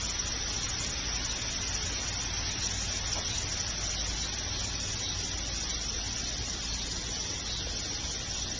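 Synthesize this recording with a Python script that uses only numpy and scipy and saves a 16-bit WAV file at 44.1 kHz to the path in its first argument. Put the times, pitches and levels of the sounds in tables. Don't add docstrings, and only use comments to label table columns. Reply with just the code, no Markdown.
import sys
import numpy as np
from scipy import signal
from scipy.fft import rfft, irfft
from scipy.io import wavfile
from scipy.ndimage import uniform_filter1d

SR = 44100
rng = np.random.default_rng(int(sys.argv[2]) if len(sys.argv) > 2 else 0)


def int16_out(signal):
    q = np.round(np.clip(np.atleast_2d(signal).T, -1, 1) * 32767)
    wavfile.write(sys.argv[1], SR, q.astype(np.int16))


def voltage_ratio(level):
    return 10 ** (np.asarray(level, float) / 20)


N = 378814
HOP, BLINK_S = 128, .016
FFT_SIZE = 8 * HOP
HZ, FRAME_S = np.fft.rfftfreq(FFT_SIZE, 1 / SR), np.arange(N // HOP + 9) * HOP / SR

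# t/s, level/dB
CHORUS_SWELL = [(0, -0.5), (2.5, -0.5), (3.9, 0), (4.15, -2), (4.8, -1.5), (6.2, -1.5), (6.9, -4.5),
                (7.2, 0), (7.6, -4.5), (8, -1.5), (8.59, -4)]
# f/Hz, density/dB per Hz
CHORUS_SPECTRUM = [(2300, -27), (3300, -10), (4000, -9), (4700, -12.5), (5200, -8), (5720, -2),
                   (5980, -1.5), (6120, -13), (6400, -11.5), (7250, -13.5), (7330, -50.5), (7600, -40),
                   (8550, -51), (8680, -25), (10000, -43.5), (10200, -89.5)]
# t/s, length/s
TREBLE_GAPS = [(.33, .16), (.94, .31), (2.24, .27)]
# t/s, level/dB
TRAFFIC_LEVEL = [(0, -41.5), (2.4, -41), (4.3, -42.5), (6.3, -43.5), (8.59, -44.5)]
# f/Hz, density/dB per Hz
TRAFFIC_SPECTRUM = [(300, -12), (700, -3.5), (1200, -3.5), (2000, -1.5), (2800, -1.5), (3800, -9.5),
                    (5000, -47.5), (7000, -42.5)]
# f/Hz, density/dB per Hz
RUMBLE_SPECTRUM = [(12, -10.5), (28, 1.5), (45, -1), (80, 2.5), (115, -1), (135, -6.5), (250, -8.5),
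                   (400, -10), (800, -17), (1600, -54.5)]
# f/Hz, wavering/Hz, level/dB (before the tone and fuzz weights), from/s, to/s
HUM_TONES = [(54.2, 0.973, -45, -1, 10), (92.8, 2.13, -49.5, 1.2, 5.9), (114.3, 3.12, -55, -1, 10),
             (174.4, 2.03, -58, -1, 10), (241.1, 3.2, -60, -1, 10), (290, 2.3, -63, -1, 10),
             (828, 3.01, -66, -1, 10)]
# t/s, length/s, level/dB (before the taper), centre of the ringing f/Hz
TRILL_CALLS = [(0.528, .16, -42.5, 4000), (1.253, 0.097, -42.5, 4070), (1.504, .13, -47, 3840),
               (1.907, .13, -42, 4040), (2.412, 0.13, -41, 4080), (2.573, .13, -42, 4000),
               (3.235, 0.2, -40.5, 3920), (3.927, 0.14, -41, 3820), (4.14, .19, -41, 3960),
               (4.48, .21, -41, 4020), (4.97, .23, -40, 3890), (5.654, 0.15, -43.5, 3930),
               (6.196, .14, -43, 3980), (6.654, .13, -40.5, 4220), (6.752, .12, -41.5, 3880),
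               (7.424, 0.24, -38.5, 3960), (7.72, .09, -45, 3950), (8.25, .3, -43.5, 3880)]
# t/s, length/s, effort/dB, starting pitch f/Hz
YELPS = [(3.152, .075, -38.5, 345)]
# f/Hz, width/Hz, level/dB
THROAT_RESONANCES = [(640, 350, -3), (830, 460, -4.5), (1020, 420, -3.5)]
# t/s, peak/dB, ring f/Hz, time to fall 30 dB/s
BODY_BUMPS = [(7.670, -33, 534, 0.01)]

CHORUS_DB, RUMBLE_DB = -35.5, -42
TREBLE_SHARE, TREBLE_SHARE_GAIN_PER_S = .43, .025
TREBLE_DB, TREBLE_FADE_DB_PER_S = 3, 0.8
TRILL_PULSES_HZ, TRILL_FALL_HZ_PER_S = 195.5, 1700
YELP_RISE_S, YELP_FADE_DB, YELP_SAG_HZ_PER_S, YELP_BREATH_SHARE = .004, -18, 600, .68
NOTCH_HZ, NOTCH_HALF_WIDTH_HZ = 3900, 95


def evened(x):
    return x / np.sqrt(np.mean(x ** 2) + 1e-20)


def read(points, hz):
    f, value = np.transpose(points)
    return np.interp(np.log(hz + 1), np.log(f + 1), value)


def follow(rows, t):
    s, value = np.transpose(rows)
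    return np.interp(t, s, value)


def add(mix, s, sound):
    part = mix[round(s * SR):][:len(sound)]
    part += sound[:len(part)]


def resonate(x, hz, width_hz):
    turn = np.exp(2j * np.pi * np.cumsum(hz * np.ones(len(x))) / SR)
    r = np.exp(-np.pi * width_hz / SR)
    smooth = signal.lfilter([(1 - r) ** 2], [1, -2 * r, r * r], x / turn)
    return 2 * (turn * smooth).real


def noise(field_db):
    a, b = np.moveaxis(rng.standard_normal((len(FRAME_S), len(HZ), 2)), 2, 0)
    z = (a + 1j * b) * voltage_ratio(field_db)
    return evened(signal.istft(z.T, nperseg=FFT_SIZE, noverlap=FFT_SIZE - HOP)[1][:N])


def patches(frames, bins):
    field = rng.standard_normal((len(FRAME_S), len(HZ)))
    field = uniform_filter1d(field, frames, axis=0)
    return evened(uniform_filter1d(field, bins, axis=1))


def blinks(carry):
    step = (FRAME_S / BLINK_S).astype(int)
    draws = rng.standard_normal(step[-1] + 2)
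    return evened(draws[1:] + carry * draws[:-1])[step]


def top_treble_db():
    gap = sum((FRAME_S > s) & (FRAME_S < s + length) for s, length in TREBLE_GAPS)
    share = np.where(gap, .04, TREBLE_SHARE + TREBLE_SHARE_GAIN_PER_S * FRAME_S)
    off = 1 / (1 + np.exp(-1.7 * blinks(.4))) > share
    edge_hz = np.where(blinks(.8) > .2, 6050, 6400)
    level_db = TREBLE_DB - TREBLE_FADE_DB_PER_S * FRAME_S - 26 * off + 3 * blinks(0.085)
    return level_db[:, None] * (HZ > edge_hz[:, None]) * (abs(HZ - 7960) > 660)


def band_flutter_db():
    flutter_db = 2.8 * blinks(-.3)[:, None] * (HZ > 5250) * (HZ < 6050)
    flutter_db += 2.2 * blinks(-.2)[:, None] * (HZ > 4300) * (HZ < 5250)
    flutter_db += 3.5 * blinks(0.83)[:, None] * (abs(HZ - 7960) < 660)
    return flutter_db


def chorus():
    swell_db = follow(CHORUS_SWELL, FRAME_S)[:, None] * (HZ > 5250) * (HZ < 6050)
    field = read(CHORUS_SPECTRUM, HZ) + swell_db + 1.35 * patches(6, 5)
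    return voltage_ratio(CHORUS_DB) * noise(field + band_flutter_db() + top_treble_db())


def traffic():
    wash = noise(read(TRAFFIC_SPECTRUM, HZ) + .8 * patches(10, 4))
    return voltage_ratio(follow(TRAFFIC_LEVEL, np.arange(N) / SR)) * wash


def rumble():
    spectrum = rfft(rng.standard_normal(N)) * voltage_ratio(read(RUMBLE_SPECTRUM, np.fft.rfftfreq(N, 1 / SR)))
    return voltage_ratio(RUMBLE_DB) * evened(irfft(spectrum, N))


def machine_hum():
    t, hum = np.arange(N) / SR, np.zeros(N)
    for hz, width_hz, db, start, stop in HUM_TONES:
        fuzz = evened(resonate(rng.standard_normal(N), hz, 4 * width_hz))
        drift = evened(uniform_filter1d(rng.standard_normal(N), 4000))
        wander = np.cumsum(drift) * width_hz / SR
        heard = np.clip(np.minimum(t - start, stop - t) / 0.52, 0, 1)
        tone = np.sin(2 * np.pi * (hz * t + wander))
        hum += heard * voltage_ratio(db) * (1.61 * tone + 0.45 * fuzz)
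    return hum


def trill():
    t = np.arange(N) / SR
    waver = uniform_filter1d(rng.standard_normal((len(FRAME_S), 9, 2)), 16, axis=0)
    waver = uniform_filter1d(waver, 8, axis=0)
    swell_db, slip_turns = 3.5 * evened(waver[..., 0]), .16 * evened(waver[..., 1])
    pulses, calls = np.zeros(N + SR), np.zeros(N)
    for k in range(9):
        turns = (16 + k) * TRILL_PULSES_HZ * t + np.interp(t, FRAME_S, slip_turns[:, k])
        pulses[:N] += voltage_ratio(np.interp(t, FRAME_S, swell_db[:, k])) * np.cos(2 * np.pi * turns)
    for s, length, db, hz in TRILL_CALLS:
        part = pulses[round(s * SR):][:round(length * SR)]
        ring_hz = hz + TRILL_FALL_HZ_PER_S * np.linspace(length / 2, -length / 2, len(part))
        ring = resonate(part, ring_hz, 430) + .45 * part
        add(calls, s, voltage_ratio(db) * evened(ring) * signal.windows.tukey(len(part), .9))
    return calls


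def yelp(length, effort_db, top_hz):
    t = np.arange(0, length, 1 / SR)
    hz = top_hz - YELP_SAG_HZ_PER_S * t
    jitter = 0.25 * uniform_filter1d(rng.standard_normal(len(t)), 100)
    turns = np.cumsum(hz * (1 + jitter)) / SR
    folds = sum(np.cos(2 * np.pi * k * turns) for k in range(1, 6))
    puffs = (.3 + np.exp(-(turns % 1) / 0.32)) * rng.standard_normal(len(t))
    puffs = resonate(puffs, 700, 900)
    drive = (1 - YELP_BREATH_SHARE) * evened(folds) + YELP_BREATH_SHARE * evened(puffs)
    throat = sum(voltage_ratio(db) * resonate(drive, f, w) for f, w, db in THROAT_RESONANCES)
    fade_db = YELP_FADE_DB * (t / length) ** 2
    return np.minimum(t / YELP_RISE_S, 1) * voltage_ratio(effort_db + fade_db) * evened(throat)


def bump(peak_db, hz, fall_30db_s):
    t = np.arange(1500) / SR
    ring = (1 - np.exp(-t / 0.001)) * voltage_ratio(-30 * t / fall_30db_s) * np.sin(2 * np.pi * hz * t)
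    return voltage_ratio(peak_db) * ring / abs(ring).max()


def scene():
    mix = chorus() + traffic() + rumble() + machine_hum() + trill()
    for s, *voice in YELPS:
        add(mix, s, yelp(*voice))
    for s, *blow in BODY_BUMPS:
        add(mix, s, bump(*blow))
    return mix[None]


def mute_sunken_bands(x):
    hz, _, z = signal.stft(x, SR, nperseg=1408, noverlap=1056)
    hz = hz[:, None]
    power_db = 10 * np.log10(abs(z) ** 2 + 1e-16)
    near_db = uniform_filter1d(uniform_filter1d(power_db, size=3, axis=0), size=5, axis=1)
    around_db = uniform_filter1d(uniform_filter1d(power_db, size=41, axis=0), size=9, axis=1)
    around_db = 0.6114 * around_db + .4 * around_db.mean(1, keepdims=True)
    around_db += .8 * (abs(hz - 2500) < 550)
    around_db += 5.5 * np.exp(-((hz - NOTCH_HZ) / NOTCH_HALF_WIDTH_HZ) ** 4)
    sunk = 1 / (1 + np.exp(np.clip((near_db - around_db + 1.3) / .7, -30, 30)))
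    depth = np.clip(hz / 1700, 0, 1.4) * np.where((hz > 4300) & (hz < 7400), .12, 1)
    muted_db = -15 * sunk * depth
    return signal.istft(z * voltage_ratio(muted_db), SR, nperseg=1408, noverlap=1056)[1][:N]


def low_pass(x):
    return signal.sosfilt(signal.butter(12, 10230, fs=SR, output="sos"), x)


def record(dry):
    finished = mute_sunken_bands(dry[0])[None]
    return low_pass(finished)


dry = scene()
out = record(dry)
int16_out(out)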